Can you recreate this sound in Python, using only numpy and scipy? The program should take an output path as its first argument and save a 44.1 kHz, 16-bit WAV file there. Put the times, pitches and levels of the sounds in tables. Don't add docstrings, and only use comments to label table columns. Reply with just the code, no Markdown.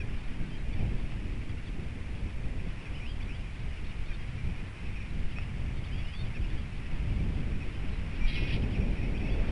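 import sys
import numpy as np
from scipy import signal
from scipy.fft import rfft, irfft
from scipy.io import wavfile
from scipy.ndimage import uniform_filter1d

SR = 44100
rng = np.random.default_rng(int(sys.argv[2]) if len(sys.argv) > 2 else 0)


def to_wav(sig):
    pcm = np.clip(np.atleast_2d(sig), -1, 1) * 32767
    pcm = np.round(pcm).astype(np.int16)
    wavfile.write(sys.argv[1], SR, pcm.T)


N = 419391
T = np.arange(N) / SR
BINS_HZ = np.fft.rfftfreq(N, 1 / SR)


def undb(db):
    return 10 ** (np.asarray(db) / 20)


def level(x, db):
    return x * undb(db) / np.sqrt(np.mean(x ** 2))


def colour(x, points):
    hz, db = np.transpose(points)
    gain_db = np.interp(np.log(BINS_HZ + 1e-3), np.log(hz), db)
    return irfft(rfft(x) * undb(gain_db), N)


def ring(x, modes):
    return sum(undb(db) * signal.lfilter(*signal.iirpeak(hz, hz / width_hz, SR), x) for hz, width_hz, db in modes)


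def walk(rate_hz):
    k = int(SR / rate_hz)
    steps = np.repeat(rng.standard_normal(N // k + 1), k)
    return 1.3 * uniform_filter1d(uniform_filter1d(steps, k), k)[:N]


def whistle(rows, fade_s=.006, waver=None):
    s, hz, db = np.transpose(rows)
    first = max(int((s[0] - fade_s) * SR), 0)
    last = min(int((s[-1] + fade_s) * SR), N)
    span = slice(first, last)
    t = T[span]
    ends = np.clip(np.minimum(t - s[0], s[-1] - t) / fade_s + 1, 0, 1)
    fade = np.sin(np.pi / 2 * ends) ** 2
    pitch_hz = np.interp(t, s, hz) * (1 if waver is None else waver[span])
    phase = 2 * np.pi * np.cumsum(pitch_hz) / SR
    return span, np.sqrt(2) * undb(np.interp(t, s, db)) * fade * np.sin(phase)


def add(out, span, sound):
    out[span] += sound


def wind():
    # (time [s], rumble [dB], buffeting [dB], flutter [dB], rush [dB])
    wind_levels = [(0.0, -34, -43, -51.5, -57), (0.08, -32, -37, -44.5, -55),
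                   (0.29, -31.5, -45, -49.5, -63.5), (0.48, -38.5, -45.5, -44.5, -59.5),
                   (0.84, -29.5, -33.5, -47, -53.5), (0.9, -47, -37.5, -49, -57),
                   (0.95, -30.5, -42, -44, -57), (1.35, -37.5, -37, -46.5, -57.5),
                   (2.86, -36, -41, -50, -57.5), (3.55, -39.5, -41, -51.5, -62.5),
                   (4.16, -32, -40, -51, -58), (4.42, -43, -35.5, -51, -62), (4.47, -34, -37.5, -46.5, -59),
                   (4.82, -45.5, -44.5, -52, -60), (4.9, -31, -36.5, -50.5, -60.5),
                   (5.06, -41.5, -42, -51.5, -63.5), (5.3, -27, -40, -46, -59.5),
                   (5.48, -42.5, -37.5, -48.5, -59.5), (6.12, -35, -38, -50.5, -59),
                   (6.67, -35, -37, -47.5, -58.5), (6.78, -42, -42, -49, -62), (6.89, -29, -41, -44, -56.5),
                   (7.07, -39, -31, -44.5, -55.5), (7.47, -30, -37, -42, -55), (8.08, -38, -37, -47, -56.5),
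                   (8.21, -31.5, -37, -41, -53.5), (8.26, -26.5, -44, -49, -66),
                   (8.37, -31.5, -36, -43, -52.5), (8.62, -35, -33.5, -39.5, -49.5),
                   (9.0, -36, -35, -41, -51), (9.3, -33.5, -33.5, -38.5, -46.5),
                   (9.4, -24, -32.5, -41, -43.5), (9.51, -34, -32, -41, -46)]
    # (frequency [Hz], level per Hz [dB])
    wind_spectrum = [(1.8, -31), (3.0, 11.5), (16, 7.5), (31, 4.5), (130, -11.5), (173, -16.5), (225, -19),
                     (629, -43), (900, -50), (1170, -73), (1980, -120)]
    # (centre [Hz], swell spread [dB])
    eddy_sizes = [(22, 1.5), (90, 0), (270, 0.7), (600, 0)]
    swells_per_s, flap_db, flaps_per_s = 11, 1.6, 17

    s, *eddy_db = np.transpose(wind_levels)
    noise = rfft(colour(rng.standard_normal(N), wind_spectrum))
    centre_hz = np.transpose(eddy_sizes)[0]
    place = np.interp(np.log(BINS_HZ + 1e-3), np.log(centre_hz), np.arange(len(eddy_sizes)))
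    flap = flap_db * walk(flaps_per_s)
    out = 0
    for k, (_, swell_db) in enumerate(eddy_sizes):
        eddies = irfft(noise * np.clip(1 - abs(place - k), 0, 1), N)
        eddies = eddies / np.sqrt(uniform_filter1d(eddies ** 2, size=SR // 6)) ** .9
        envelope_db = np.interp(T, s, eddy_db[k]) + swell_db * walk(swells_per_s) + flap
        out = out + level(eddies, 0) * undb(envelope_db)
    return out


def far_chatter(count=2200):
    # (time [s], level [dB])
    far_levels = [(0.0, -52.5), (0.87, -52), (1.3, -53), (2.4, -53), (2.9, -52), (3.6, -52.5), (4.7, -51.5),
                  (6.1, -51.5), (8.1, -50.5), (8.45, -49), (9.16, -51), (9.51, -46.5)]
    # (frequency [Hz], level per Hz [dB])
    air_spectrum = [(290, -19), (500, -9.5), (611, -7.5), (1060, -7), (1130, -8), (1300, -8), (1410, -8),
                    (2170, -4.5), (2470, -4), (3320, -13.5), (3990, -20), (5190, -64), (8780, -120)]

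    flock = np.zeros(N)
    for when, pitch, glide, length, size in rng.random((count, 5)):
        start_s, hz = when * N / SR, 1900 + 2050 * pitch
        end_s, end_hz = start_s + .005 + .02 * length, hz * (.8 + .4 * glide)
        db = 7 * size
        add(flock, *whistle([(start_s, hz, db), (end_s, end_hz, db)]))
    air = level(rng.standard_normal(N), 0) * undb(.6 * walk(12))
    mix = air + level(flock, -14)
    s, db = np.transpose(far_levels)
    return level(colour(mix, air_spectrum), 0.27) * undb(np.interp(T, s, db))


def flakes():
    # (time [s], impulse level [dB])
    ticks = [(0.515, -43), (1.1202, -37.5), (1.496, -42), (1.797, -40), (4.669, -46), (5.3855, -31)]
    # (frequency [Hz], width [Hz], gain [dB])
    housing_modes = [(1300, 900, 2), (2390, 700, 12)]
    bounce_s, bounce_gain = .0015, .65

    taps = np.zeros(N)
    for s, db in ticks:
        taps[int(s * SR)] += undb(db)
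        taps[int((s + bounce_s) * SR)] += bounce_gain * undb(db)
    push = np.convolve(taps, np.hanning(22))[:N]
    return ring(push, housing_modes)


def twitter():
    # (start [s], end [s], loudest-note level [dB])
    bouts = [(4.371, 4.676, -58.5), (4.802, 5.076, -55.5), (5.902, 6.401, -61), (8.748, 9.5, -53.5)]
    centre_hz, pitch_spread, note_s, notes_per_s = 2350, .14, .018, 80

    out = np.zeros(N)
    for start_s, end_s, loudest_db in bouts:
        count = int((end_s - start_s) * notes_per_s)
        for when, pitch, glide, size in rng.random((count, 4)):
            s = start_s + when * (end_s - start_s - note_s)
            hz = centre_hz * (1 + pitch_spread * (2 * pitch - 1))
            end_hz = hz * (.92 + .16 * glide)
            db = loudest_db - 8 * size
            add(out, *whistle([(s, hz, db), (s + note_s, end_hz, db)]))
    return out


def buzz():
    # (time [s], lower pulse rate [Hz], upper pulse rate [Hz],
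    # level before swells [dB], roughness [0-1], extra third resonance gain [dB], extra fourth [dB])
    song = [(8.25, 469, 546, -58, .5, -9, -12), (8.28, 469, 546, -44.5, .7, 0, -14),
            (8.305, 469, 546, -46, .62, -1, -1), (8.34, 472, 545, -44.5, .62, -2, -4),
            (8.365, 499, 543, -42.5, .5, -4, -13), (8.41, 492, 537, -43, .33, -18, -17),
            (8.452, 501, 546, -46, .38, -20, -19), (8.475, 499, 548, -43, .55, -9, -9),
            (8.501, 499, 546, -45, .75, -1, -15), (8.53, 473, 546, -44, .72, -1, -13),
            (8.552, 474, 546, -47.5, .75, 0, -17), (8.60, 474, 546, -62, .75, 0, -17)]
    # (frequency [Hz], width [Hz], gain [dB])
    throat_modes = [(1990, 280, 1), (2510, 520, 7), (3100, 600, 2), (3760, 300, 3)]

    s, *columns = np.transpose(song)
    low_hz, high_hz, db, rough, third_db, fourth_db = (np.interp(T, s, c) for c in columns)
    voice = 0
    for rate_hz in low_hz, high_hz:
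        cycles = np.cumsum(rate_hz * (1 + .04 * rough ** 2 * walk(150))) / SR
        pulses = level(np.diff(np.floor(cycles), prepend=0), -3)
        pulses = pulses * undb(5 * rough ** 2 * rng.standard_normal(N))
        voice = voice + (1 - rough) * pulses
    voice = voice + rough ** 2 * rng.standard_normal(N)
    lower = ring(ring(voice, throat_modes[:2]), [(2480, 1250, 0)])
    third = undb(third_db) * ring(voice, throat_modes[2:3])
    fourth = undb(fourth_db) * ring(voice, throat_modes[3:])
    high_pass = signal.butter(6, 1850, "high", fs=SR, output="sos")
    voice = signal.sosfilt(high_pass, lower + third + fourth)
    singing = (T > s[0]) & (T < s[-1])
    return level(voice, 0) * undb(db + 2.2 * rough * walk(130)) * singing


def chirps():
    # (time [s], length without fades [s], start pitch [Hz], middle [Hz], end [Hz],
    # level at the strongest pitch, before huskiness [dB])
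    arcs = [ (0.14, .025, 2760, 2870, 2980, -51), (0.185, .025, 3550, 3580, 3610, -52),
            (0.43, .05, 1550, 1530, 1510, -50), (0.505, .065, 3080, 3150, 3220, -53),
            (0.575, .02, 3900, 3800, 3900, -51), (0.72, .06, 2320, 2340, 2360, -55),
            (0.845, .05, 2550, 2900, 3350, -56), (0.935, .03, 1780, 1720, 1640, -52),
            (1.005, .025, 2920, 2760, 2580, -53), (0.73, .02, 3400, 3490, 3580, -50),
            (0.762, .068, 3020, 2530, 2240, -54), (1.49, .015, 3380, 3280, 3190, -48.5),
            (1.66, .025, 3810, 3490, 3170, -48), (2.805, .013, 2910, 2820, 2740, -51),
            (2.948, .021, 2700, 3000, 2500, -45), (2.975, .015, 3080, 3000, 2910, -48),
            (3.209, .022, 2300, 3250, 3440, -48.5), (3.59, .04, 3780, 3820, 3880, -55),
            (3.75, .035, 2870, 2850, 2800, -56), (3.787, .025, 2720, 2450, 2200, -56),
            (4.2, .03, 3240, 3200, 3180, -57), (5.775, .05, 2260, 2150, 2110, -56),
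            (5.866, .016, 3320, 3480, 3640, -51), (9.22, .045, 2620, 2600, 2560, -50),
            (3.705, .02, 2910, 2900, 2890, -52), (3.84, .035, 2950, 3720, 3930, -50),
            (3.895, .035, 3050, 2830, 2950, -52.5), (4.055, .05, 3300, 3760, 3910, -52),
            (4.135, .02, 3620, 3620, 3620, -49), (4.38, .03, 2380, 2350, 2330, -53),
            (5.095, .015, 3990, 3870, 3750, -51), (5.31, .015, 2750, 2970, 3190, -49),
            (5.77, .025, 3720, 3560, 3400, -52), (5.832, .033, 2460, 3480, 3820, -48),
            (5.92, .09, 2990, 3300, 3310, -48), (5.935, .01, 3010, 2760, 2510, -52),
            (5.96, .015, 2980, 2760, 2540, -50), (6.065, .02, 3990, 3700, 3400, -52),
            (6.125, .022, 2760, 2570, 2350, -50), (6.247, .023, 3450, 2870, 2200, -48.5),
            (6.405, .045, 3550, 2850, 1950, -51.5), (6.445, .013, 2920, 2870, 2830, -51),
            (6.485, .045, 3280, 3450, 3650, -52), (6.565, .035, 2870, 3250, 3400, -50),
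            (6.848, .022, 2950, 2700, 2500, -48), (7.075, .05, 2640, 2810, 3090, -52),
            (7.61, .025, 2630, 2540, 2450, -49), (7.745, .03, 3010, 3030, 3060, -54),
            (7.9, .07, 3660, 3900, 3920, -50), (8.18, .015, 3060, 2930, 2810, -50),
            (8.213, .07, 2335, 2355, 2340, -43.5), (8.27, .018, 3210, 2900, 2600, -43),
            (8.348, .04, 3300, 2850, 2400, -38), (8.478, .027, 3500, 2980, 2500, -41),
            (8.52, .03, 3000, 2930, 2870, -45), (8.608, .04, 3810, 3000, 2250, -45),
            (8.724, .044, 3490, 2830, 2270, -45.5), (9.17, .013, 2770, 3120, 3470, -45),
            (9.19, .015, 2950, 2780, 2620, -54), ]
    # (time [s], pitch [Hz], level before huskiness [dB])
    bent_whistles = [
        [(3.002, 2150, -56), (3.015, 2360, -50), (3.045, 2480, -50), (3.06, 2640, -48), (3.075, 3060, -53),
         (3.095, 3200, -55), (3.14, 3230, -66)],
        [(3.27, 2350, -55), (3.29, 2370, -53), (3.32, 2800, -55), (3.345, 3140, -56), (3.37, 3480, -66)],
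        [(5.362, 2460, -52), (5.374, 2550, -47), (5.395, 2550, -51.5), (5.41, 2680, -54), (5.435, 3100, -58)],
        [(6.005, 3000, -58), (6.03, 2660, -57), (6.06, 2870, -56), (6.125, 3090, -57), (6.15, 3400, -57),
         (6.18, 3530, -58), (6.215, 3640, -54), (6.23, 3620, -66)],
        [(9.255, 2170, -52), (9.285, 2650, -50), (9.305, 3320, -56), (9.335, 3430, -59)],
    ]
    # (time [s], length without fades [s], start fundamental [Hz], end fundamental [Hz],
    # level before harmonic gain and huskiness [dB])
    chups = [(0.002, 0.018, 867, 795, -54.5), (2.85, 0.026, 873, 780, -61), (4.102, 0.026, 825, 780, -60.5),
             (6.348, 0.027, 915, 790, -57)]
    chup_harmonics_db = (1.5, 8.5, -9)
    strongest_hz, fall_db_per_khz, end_drop_db = 2400, 9.5, 4
    waver_depth, wavers_per_s = .007, 110

    out, part = np.zeros(N), np.linspace(0, 1, num=9)
    waver = 1 + waver_depth * walk(wavers_per_s)
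    for s, length_s, *pitches_hz, db in arcs:
        hz = np.polyval(np.polyfit([0, .5, 1], pitches_hz, 2), part)
        weaker_db = fall_db_per_khz * abs(hz - strongest_hz) / 1000 + end_drop_db * (2 * part - 1) ** 2
        rows = np.transpose([s + length_s * part, hz, db - weaker_db])
        add(out, *whistle(rows, waver=waver))
    for rows in bent_whistles:
        add(out, *whistle(rows, waver=waver))
    for s, length_s, start_hz, end_hz, db in chups:
        for harmonic, gain_db in enumerate(chup_harmonics_db, start=2):
            start = (s, harmonic * start_hz, db + gain_db)
            end = (s + length_s, harmonic * end_hz, db + gain_db)
            add(out, *whistle([start, end]))
    huskiness = 1 + .12 * walk(70) + .33 * walk(500)
    return out * huskiness


def echo(birds):
    t = np.arange(SR // 5) / SR
    tail = rng.standard_normal(SR // 5) * np.exp(-t / 0.037)
    return undb(-8) * signal.fftconvolve(birds, tail / np.sqrt(np.sum(tail ** 2)))[:N]


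def scene():
    birds = chirps() + buzz() + twitter()
    return (wind() + far_chatter() + birds + echo(birds) + flakes())[None]


def record(dry):
    # (frequency [Hz], gain [dB])
    mirror_leak = [(4000, -1.5), (4500, -5.5), (5100, -14.5), (5700, -22), (6100, -33), (7200, -90),
                   (8800, -74), (9600, -50), (10400, -36.5), (11300, -28)]
    # (frequency [Hz], gain [dB])
    fold_leak = [(7000, -102), (7900, -44), (8600, -37), (9300, -27), (10000, -20)]
    camera_hz, link_hz, top_hz = 8000, 22050, 11600
    edge_s, hiss_db = .004, -64

    edges = np.clip(np.minimum(T, T[-1] - T) / edge_s, 0, 1)
    kept = irfft(rfft(dry[0] * edges) * (BINS_HZ < camera_hz / 2), N)
    images = 2 * kept * np.cos(2 * np.pi * camera_hz * T)
    mirror = colour(images, [(camera_hz / 2 - 1, -120)] + mirror_leak)
    folded = 2 * kept * np.cos(2 * np.pi * (link_hz - 2 * camera_hz) * T)
    fold = colour(folded, fold_leak)
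    hiss = level(colour(rng.standard_normal(N), [(300, -13.0), (3000, -4.0), (10000, -9)]), hiss_db)
    top_cut = signal.cheby2(14, 60, top_hz, fs=SR, output="sos")
    return signal.sosfilt(top_cut, kept + mirror + fold + hiss)[None]


dry = scene()
out = record(dry)
to_wav(out)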